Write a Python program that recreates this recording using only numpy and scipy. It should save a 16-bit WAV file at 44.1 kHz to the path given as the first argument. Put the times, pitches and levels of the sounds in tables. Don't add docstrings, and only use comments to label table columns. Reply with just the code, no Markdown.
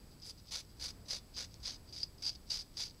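import sys
import numpy as np
from scipy import signal
from scipy.fft import rfft, irfft, next_fast_len
from scipy.io import wavfile
from scipy.ndimage import map_coordinates

SR = 44100
rng = np.random.default_rng(int(sys.argv[2]) if len(sys.argv) > 2 else 0)


def master_out(mix):
    frames = np.transpose(np.atleast_2d(mix))
    ceiling = np.clip(frames, -1, 1)
    pcm = np.round(ceiling * 32767).astype(np.int16)
    wavfile.write(sys.argv[1], SR, pcm)


def to_linear_factor(level_db):
    exponent = np.asarray(level_db, float) / 20
    return 10 ** exponent


N = 132300
T = np.arange(N) / SR


def unit(x):
    return x / np.sqrt(np.mean(x ** 2) + 1e-20)


def wobble(rate_hz):
    knots = rng.standard_normal(int(N * rate_hz / SR) + 4)
    return map_coordinates(knots, [T * rate_hz])


def gain(points, hz):
    f, db = np.transpose(points)
    f = np.r_[f[0] / 2, f, f[-1] * 2]
    db = np.r_[db[0] - 40, db, db[-1] - 40]
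    return to_linear_factor(np.interp(np.log(hz + 1), np.log(f), db))


def peaks(rows, hz):
    return sum(to_linear_factor(db) / (1 + (2 * (hz - centre) / width) ** 2) for centre, width, db in rows)


def coloured(x, size_of):
    m = 2 * next_fast_len(N // 2 + 4096)
    size = size_of(np.fft.rfftfreq(m, 1 / SR))
    cepstrum = irfft(np.log(size + 1e-6), m)
    cepstrum[1:m // 2] *= 2
    cepstrum[m // 2 + 1:] = 0
    y = irfft(rfft(x, m) * np.exp(rfft(cepstrum)), m)[:N]
    return y / np.sqrt(np.mean(size ** 2))


# (frequency [Hz], density [dB per Hz])
HUM_SPECTRUM = [(12, -15.5), (20, -0.5), (66, 0), (382, -16.5), (458, -19.5), (608, -22.5), (686, -23),
                (1010, -26.5), (2500, -35), (3250, -60), (5500, -120)]
# (frequency [Hz], density [dB per Hz])
HISS_SPECTRUM = [(1200, -22.5), (2500, -7), (4000, -5.5), (4850, 3), (5800, -7.5), (9000, -9), (15500, -11)]
HUM_DB, HISS_DB = -56.5, -68.5
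WHINE_HZ, FLIPS_PER_S, FIRST_FLIP_S, WHINE_DB = 7867.13, 59.94, .0086, -77.5


def room():
    hum_level = to_linear_factor(HUM_DB + 1.0 * wobble(3.04))
    hum = hum_level * coloured(rng.standard_normal(N), lambda hz: gain(HUM_SPECTRUM, hz))
    hiss = to_linear_factor(HISS_DB) * coloured(rng.standard_normal(N), lambda hz: gain(HISS_SPECTRUM, hz))
    flip = np.clip(8 * np.sin(np.pi * FLIPS_PER_S * (T - FIRST_FLIP_S)), -1, 1)
    whine = np.sqrt(2) * to_linear_factor(WHINE_DB) * flip * np.sin(2 * np.pi * WHINE_HZ * T)
    return hum + hiss + whine


def walls(x):
    t = T[:SR // 4]
    tail = rng.standard_normal(len(t)) * to_linear_factor(-60 * t / 0.16)
    echo = np.pad(tail / np.linalg.norm(tail), (150, 0))
    return to_linear_factor(-15) * signal.fftconvolve(x, echo)[:N]


# (start [s], length [s], level [dB])
HAND_RUSTLES = [(0.1, 0.046, -66), (0.216, 0.027, -53), (0.368, 0.044, -58), (0.451, 0.064, -58),
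                (1.487, 0.072, -62), (2.18, 0.01, -58.5), (2.347, .017, -48.5), (0.21, 0.04, -64),
                (0.94, .025, -70), (0.69, 0.035, -66), (1.18, 0.019, -66), (0.55, 0.014, -55),
                (2.618, 0.0092, -78), (2.875, .02, -56), (1.332, 0.064, -50), (2.304, 0.04, -55),
                (2.036, 0.023, -60), (1.4, 0.0086, -47), (1.865, 0.056, -62), (2.5, 0.023, -51),
                (1.545, 0.025, -63), (2.905, 0.0068, -46), (2.975, 0.045, -69)]


def rustling():
    return sum(to_linear_factor(db) * np.sin(np.pi * np.clip((T - s) / life_s, 0, 1)) for s, life_s, db in HAND_RUSTLES)


def crumbles(rows, life_s):
    shape = 0
    for s, db in rows:
        fall_db = 13 * np.clip((T - s) / life_s, 0, 9) ** 2
        shape = shape + to_linear_factor(db - fall_db) * (T >= s)
    return shape * rng.standard_normal(N)


# (time [s], peak [dB])
STRAY_TICKS = [(.200, -48), (.3985, -47), (.455, -47), (.482, -46), (.6496, -50), (1.064, -47),
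               (1.5418, -33), (1.603, -48), (1.8945, -47), (2.211, -47), (2.3385, -46), (2.490, -45),
               (2.8973, -39), (2.9464, -50)]


def stray_ticks():
    return to_linear_factor(-7) * crumbles(STRAY_TICKS, .0011)


# (time [s], peak [dB])
THICK_STRANDS = [(0.5292, -23.5), (1.106, -24), (1.379, -31), (1.6566, -25), (1.6835, -26.5), (1.694, -33),
                 (1.9868, -36), (2.0028, -29), (2.017, -36), (2.0313, -15), (2.03, -35), (2.2638, -18.5),
                 (2.2775, -30), (2.2924, -20), (2.522, -31), (2.597, -25), (2.609, -31), (2.7703, -31.5),
                 (2.803, -33), (2.8114, -30)]


def thick_strands():
    return to_linear_factor(-6.5) * crumbles(THICK_STRANDS, .0023)


# (frequency [Hz], density [dB per Hz])
THUD_SPECTRUM = [(200, -42.5), (450, 1.5), (900, -1), (2200, 0), (3500, -17.5), (6000, -43.5)]
# (frequency [Hz], width [Hz], gain [dB])
PLATE_MODES = [(520, 30, -2.1), (882, 48, -4.2), (1440, 33, -0.3), (2200, 74, 0.54)]


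def plate_thud(x):
    return coloured(x, lambda hz: gain(THUD_SPECTRUM, hz) * (1 + peaks(PLATE_MODES, hz)))


# (frequency [Hz], density [dB per Hz])
FIZZ_SPECTRUM = [(6900, -29), (7600, -26), (9000, -29.5), (10000, -34.5), (10600, -27.5), (11200, -33.5),
                 (12200, -37), (15000, -46)]


def fine_fizz(x):
    return to_linear_factor(-19.5) * coloured(x, lambda hz: gain(FIZZ_SPECTRUM, hz))


# (frequency [Hz], width [Hz], level [dB])
BLADE_MODES = [(4415, 97, -11.5), (4708, 266, 1), (4920, 256, 0.5), (5270, 220, -11.5)]
SHIFT_DB, SHIFT_RATE_HZ = 3.2, 170


def blade_ring(x):
    ring = 0
    for centre_hz, width_hz, db in BLADE_MODES:
        drive = x * to_linear_factor(SHIFT_DB * np.tanh(wobble(SHIFT_RATE_HZ)))
        ring = ring + to_linear_factor(db) * coloured(drive, lambda hz: peaks([(centre_hz, width_hz, 0)], hz))
    return to_linear_factor(-7) * ring


# (frequency [Hz], density [dB per Hz])
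SCRAPE_SPECTRUM = [(1800, -17.5), (3000, -9.5), (3400, -6), (4400, 1.5), (5300, -1.5), (6300, -2.5),
                   (6900, -12.5), (8000, -36)]
# (frequency [Hz], width [Hz], gain [dB])
SCRAPE_RINGS = [(3505, 27, 4.5), (3880, 70, -6), (4140, 72, -8), (5030, 140, -48), (6000, 57, -6)]


def blade_scrape(x):
    return to_linear_factor(-5) * coloured(x, lambda hz: gain(SCRAPE_SPECTRUM, hz) * (1 + peaks(SCRAPE_RINGS, hz)))


SNAP_RATE_HZ, SNAP_SPREAD_DB = 4000, 4
RAREST_SHARE = .12
CLUMP_DB, CLUMP_RATE_HZ, SURGE_DB, SURGE_RATE_HZ = 4, 380, .6, 50


def swarm(rub_db):
    when, size, sign = rng.random((3, N))
    size_db = -SNAP_SPREAD_DB * np.log(np.maximum(size, RAREST_SHARE))
    snaps = (when < SNAP_RATE_HZ / SR) * to_linear_factor(size_db) * np.sign(sign - .5)
    clump_db = CLUMP_DB * np.tanh(wobble(CLUMP_RATE_HZ))
    surge_db = SURGE_DB * np.tanh(wobble(SURGE_RATE_HZ))
    clumps = to_linear_factor(clump_db + surge_db)
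    rub = clumps * rng.standard_normal((2, N))
    return [unit(clumps * unit(snaps) + to_linear_factor(db) * r) for db, r in zip(rub_db, rub)]


APPROACH_S, APPROACH_DB, ATTACK_S = .03, -23, .002
RELEASE_S, BRUSH_DB = .0097, -29
HOLD_S = .012


def stroke(bite, deep, leave, ease_db, bite_db, brush_db):
    s = [bite - APPROACH_S, bite - ATTACK_S, bite, deep - HOLD_S, deep + HOLD_S,
         leave, leave + RELEASE_S, leave + 4 * RELEASE_S]
    db = [APPROACH_DB - 4 + brush_db, APPROACH_DB + brush_db, bite_db, 0, 0,
          ease_db, BRUSH_DB + brush_db, BRUSH_DB - 5 + brush_db]
    return np.interp(T, s, db, left=-99, right=-99)


# (blade bites [s], deepest [s], blade leaves [s])
STROKE_TIMES = [
    (.243, .282, .316),
    (.510, .548, .613),
    (.798, .845, .910),
    (1.083, 1.122, 1.183),
    (1.358, 1.388, 1.455),
    (1.630, 1.668, 1.762),
    (1.926, 1.95, 2.04),
    (2.223, 2.28, 2.303),
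    (2.496, 2.528, 2.622),
    (2.769, 2.812, 2.878),
]
# (deepest level [dB], bite re deepest [dB], leaving re deepest [dB])
STROKE_FORCE = [(-50.5, -8.5, -5), (-38.5, -6.5, -11.5), (-40.5, -6, -7.5), (-36, -9, -11.5),
                (-39.5, -21, -9), (-39, -10, -16.5), (-49.5, 2.5, -1.5), (-41.5, -4.5, -3.5),
                (-38, -12, -13.5), (-38, -5, -14)]
# (plate thud [dB], fine fizz [dB], blade ring [dB])
STROKE_GRIP = [(-16, 10, 3.5), (-18.5, 2, -9.5), (-17.5, 3, -3.5), (-19.5, 0, -6.5), (-16.5, 0, -10.5),
               (-20, -3, -4.5), (-21, 2, 4.5), (-20, 1.5, 4.5), (-21, 1, 1.5), (-20.5, 0.5, -0.5)]


def knife():
    scrape = ring = fizz = thud = 0
    for times, (db, bite_db, ease_db), (thud_db, fizz_db, ring_db) in zip(STROKE_TIMES, STROKE_FORCE, STROKE_GRIP):
        scrape = scrape + to_linear_factor(db + stroke(*times, ease_db, bite_db, -1))
        ring = ring + to_linear_factor(db + ring_db + stroke(*times, ease_db, bite_db, 0))
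        cutting_db = stroke(*times, ease_db, bite_db, -10)
        fizz = fizz + to_linear_factor(db + fizz_db + 0.8 * cutting_db)
        thud = thud + to_linear_factor(db + thud_db + cutting_db)
    fibres, fine = swarm([-2, 1.5])
    strands, ticks, rustle = thick_strands(), stray_ticks(), rustling()
    scraped = blade_scrape((scrape + to_linear_factor(-3) * rustle) * fibres + to_linear_factor(-14.5) * strands + ticks)
    rung = blade_ring((ring + rustle) * fibres + strands + ticks)
    fizzed = fine_fizz(fizz * fine + to_linear_factor(-16) * strands + to_linear_factor(3.5) * ticks)
    thudded = plate_thud(thud * fine + to_linear_factor(-30.5) * (strands + ticks))
    return scraped + rung + fizzed + thudded


def scene():
    cut = knife()
    return (cut + walls(cut) + room())[None]


def roll_off(x):
    return signal.sosfilt(signal.butter(12, 15770, fs=SR, output="sos"), x)


def record(dry):
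    below_top = np.fft.rfftfreq(N, 1 / SR) < 15770
    kept = irfft(rfft(dry) * below_top, N)
    return roll_off(kept)


dry = scene()
out = record(dry)
master_out(out)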